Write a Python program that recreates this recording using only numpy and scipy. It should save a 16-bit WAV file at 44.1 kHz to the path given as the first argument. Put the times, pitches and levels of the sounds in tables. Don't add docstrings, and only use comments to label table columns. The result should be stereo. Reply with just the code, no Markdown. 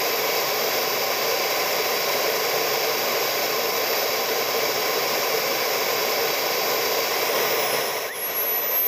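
import sys
import numpy as np
from scipy import signal
from scipy.fft import rfft, irfft, next_fast_len
from scipy.io import wavfile
from scipy.ndimage import uniform_filter1d

SR = 44100
rng = np.random.default_rng(int(sys.argv[2]) if len(sys.argv) > 2 else 0)


def put_to_file(sound):
    columns = np.atleast_2d(sound).T
    safe = np.clip(columns, -1, 1)
    whole_steps = np.round(safe * 32767)
    wavfile.write(sys.argv[1], SR, whole_steps.astype(np.int16))


N = 391166
TIME = np.arange(N) / SR


def gain_of(db):
    return 10 ** (np.asarray(db) / 20)


def read(points, hz):
    f, value = np.transpose(points)
    return np.interp(np.log(hz + 1), np.log(f + 1), value)


def bell(x, centre, width):
    return np.exp(-((x - centre) / width) ** 2)


def humps(rows, hz):
    return sum(db * bell(hz, centre, width) for centre, width, db in rows)


def drift(rate_hz):
    size = 2 ** 19
    spectrum = rfft(rng.standard_normal(size))
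    x = irfft(spectrum * bell(np.fft.rfftfreq(size, 1 / SR), 0, rate_hz))[:N]
    return x / x.std()


IDLE_SPEED, HUNT_SPEED = 775.7, 6.7
HUNT_PERIOD_S, HUNT_CREST_S, HUNT_SETTLE_S = 3.307, 2.02, 11.2
# time in seconds, shaft speed in turns per second.
SPOOL_UP_SPEEDS = [(6.85, 771.0), (7.02, 774.0), (7.235, 787.8), (7.497, 819.3), (7.782, 864.1),
                   (8.194, 937.8), (8.345, 962.1), (8.657, 1005.9), (8.87, 1029.1)]


def shaft_speed():
    settling = np.exp(-TIME / HUNT_SETTLE_S)
    hunt = HUNT_SPEED * settling * np.cos(2 * np.pi * (TIME - HUNT_CREST_S) / HUNT_PERIOD_S)
    start_s, climb_speed = np.transpose(SPOOL_UP_SPEEDS)
    climb = np.interp(TIME, start_s, climb_speed)
    speed = np.where(TIME < start_s[0], IDLE_SPEED + hunt, climb)
    return uniform_filter1d(speed, size=5000, mode="nearest")


# frequency in Hz, density in dB per Hz.
RUSH_COLOUR = [(25, -96.7), (80, -84), (120, -71.5), (300, -66), (430, -56), (750, -56.5), (1400, -66),
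               (2300, -64.5), (4000, -68.5), (5400, -63), (7900, -79.5), (10700, -84.5), (11600, -70.5),
               (15000, -68.5)]
# centre in Hz, half width in Hz, height in dB.
BODY_RESONANCES = [(118, 7.5, -2), (137, 7.8, 6), (159, 6.4, -5.5), (168, 6.2, 5.5), (204, 20, -5),
                   (236.5, 10.4, 5), (263, 10.5, -2.5), (448, 56, 6), (583, 61, 3.5), (636, 12, -3.5),
                   (780, 16, 3), (883, 56, -7), (1052, 87, 6), (1140, 18, -9), (1190, 27, 2.5),
                   (1377, 80, -3.5), (1467, 50, 4.5), (1980, 36, -5.5), (2033, 122, 5), (2281, 100, 6),
                   (2610, 100, 2.5), (3048, 48, -9), (3660, 67, -7), (3855, 120, 2.5), (4360, 79, -17),
                   (4860, 65, 5), (5306, 78, 4), (6690, 410, 3.5), (7560, 54, 4.5), (9600, 390, -3.5)]
# centre in Hz, half width in Hz, height in dB at open throttle.
THRUST_RESONANCES = [(1920, 57, 6), (1240, 50, 1.5), (920, 54, 3), (660, 40, 0.5), (780, 38, -2.5),
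                     (3330, 720, 1.5), (4720, 310, -4.5), (6840, 790, -1.5), (8100, 500, 3.5)]
# centre in Hz, trim in dB, gain in dB as the throttle opens, loss in dB at high speed.
AIR_BANDS = [(650, 0.1, 0.66, 6), (2410, 0.27, 0.3, 6), (5400, 0, -1, 5.6), (13000, -0.2, 0.2, 4.5)]
QUIET_SPEED, QUIET_SPREAD = 890, 12.5


def rush(speed, flicker_db=0.43, wander_db=0.14, patch_db=0.32, blade_db=2.5, blade_width_hz=650,
         open_speed=25):
    hz, t, noise = signal.stft(rng.standard_normal(N), SR, nperseg=4096, noverlap=3072)
    hz = hz[:, None]
    turning = np.interp(t, TIME, speed)
    idle = np.median(speed)
    throttle = np.clip((turning - idle) / open_speed, 0, 1)
    colour_db = read(RUSH_COLOUR, hz) + humps(BODY_RESONANCES, hz)
    colour_db = colour_db + throttle * humps(THRUST_RESONANCES, hz)

    eddy_order = 6.4
    eddies_now = bell(hz, eddy_order * turning, blade_width_hz)
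    eddies_at_idle = bell(hz, eddy_order * idle, blade_width_hz)
    colour_db += blade_db * (eddies_now - eddies_at_idle)

    centre_hz, *columns = np.transpose(AIR_BANDS)
    trim_db, surge_db, loss_db = (read(np.c_[centre_hz, column], hz) for column in columns)
    quiet = 1 / (1 + np.exp((QUIET_SPEED - turning) / QUIET_SPREAD))
    colour_db += trim_db + throttle * surge_db - quiet * loss_db

    patches = uniform_filter1d(rng.standard_normal(noise.shape), size=60, axis=0)
    patches = uniform_filter1d(patches, size=3, axis=1)
    colour_db += patch_db * patches / patches.std()

    air = signal.istft(noise * gain_of(colour_db), nperseg=4096, noverlap=3072)[1][:N]
    air *= np.sqrt(SR / 2)
    return air * gain_of(flicker_db * drift(40) + wander_db * drift(4.6))


BLADES = 6
# frequency in Hz, level in dB before the duct.
WHINE_LEVELS = [(4600, -42), (5300, -45.5), (5550, -52), (6200, -45), (9230, -62.5), (9400, -47),
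                (11000, -45), (11300, -28.5), (12400, -18.5), (14050, -48.5), (14160, -41), (15300, -33)]
# centre in Hz, half width in Hz, height in dB.
DUCT_RESONANCES = [(5250, 110, 6), (9530, 54, 5), (9800, 82, -3), (10240, 130, 9), (10580, 70, 9),
                   (11510, 52, -12), (11730, 61, -2), (12050, 150, -6), (13870, 100, 7), (14800, 200, 5)]
# shaft order in cycles per turn, level in dB at idle, level in dB at speed.
SHAFT_ORDERS = [(1, -48.5, -52), (2, -55, -67), (5, -48.5, -78), (7, -54.5, -74), (13, -74, -52),
                (14, -75, -57), (15, -55, -56)]


def whine(speed, turns, shimmer_db=2.1, steady_db=0.8, flutter=0.18, scatter=0.18, scatter_hz=70, count=3):
    out = np.zeros(N)
    spool = (speed - speed.min()) / np.ptp(speed)
    waver_db = shimmer_db + spool * (steady_db - shimmer_db)
    for k in range(1, count + 1):
        hz = k * BLADES * speed
        level_db = read(WHINE_LEVELS, hz) + humps(DUCT_RESONANCES, hz)
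        angle = 2 * np.pi * k * BLADES * turns
        fuzz = (drift(scatter_hz) * np.sin(angle) + drift(scatter_hz) * np.cos(angle)) / np.sqrt(2)
        fuzz *= scatter * (1 - spool) ** 3
        tone = np.sin(angle + 0.054 * drift(60))
        out += gain_of(level_db + waver_db * drift(25)) * (tone + fuzz)
    for order, idle_db, fast_db in SHAFT_ORDERS:
        tone = np.cos(2 * np.pi * order * turns)
        out += gain_of(idle_db + spool * (fast_db - idle_db)) * (1 + flutter * drift(15)) * tone
    return np.sqrt(2) * out


CONVERTER_HZ = 48000
# centre in seconds, half length in seconds, shaft order in cycles per turn, peak level in dB.
OVERTONE_FLARES = [(7.69, .08, 13, -49), (8.113, 0.032, 54, -33.5), (8.147, 0.024, 48, -42),
                   (8.33, .12, 15, -47), (8.42, .06, 13, -48), (8.59, .1, 15, -44), (8.63, .04, 13, -39),
                   (8.85, .08, 36, -46), (8.86, .05, 60, -48)]


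def flares(speed, turns):
    out = np.zeros(N)
    for s, length, order, db in OVERTONE_FLARES:
        folds = round(order * np.interp(s, TIME, speed) / CONVERTER_HZ)
        tone = np.sin(2 * np.pi * (order * turns - folds * CONVERTER_HZ * TIME))
        out += gain_of(db) * bell(TIME, s, length) * tone
    return np.sqrt(2) * out


# centre in seconds, half length in seconds, change in dB.
LEVEL_SWELLS = [(0.98, .12, -1), (3.6, .3, -0.9), (4.42, .18, -1), (7.405, .07, 1.7), (7.76, 0.047, 2),
                (8.12, 0.033, -8), (8.2, 0.068, -2), (8.826, 0.04, -3.5)]


def swell_db():
    return sum(db * bell(TIME, s, length) for s, length, db in LEVEL_SWELLS)


def scene():
    speed = shaft_speed()
    turns = np.cumsum(speed + 0.164 * drift(12)) / SR
    engine = (rush(speed) + whine(speed, turns)) * gain_of(swell_db())
    engine += flares(speed, turns)
    return np.array([engine, engine])


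NOTCH_HZ, EDGE_HZ = 9000, 15300


def record(dry, notch_width_hz=260, skirt_db=-10, skirt_hz=8750, skirt_width_hz=480):
    size = next_fast_len(N + 4096)
    hz = np.fft.rfftfreq(size, 1 / SR)
    notch = 1 - np.exp(-((hz - NOTCH_HZ) / notch_width_hz) ** 4)
    skirt = gain_of(skirt_db * bell(hz, skirt_hz, skirt_width_hz))
    edge = np.clip((EDGE_HZ - hz) / 80 + .5, 0, 1)
    return irfft(rfft(dry, size) * notch * skirt * edge, size)[:, :N]


dry = scene()
out = record(dry)
put_to_file(out)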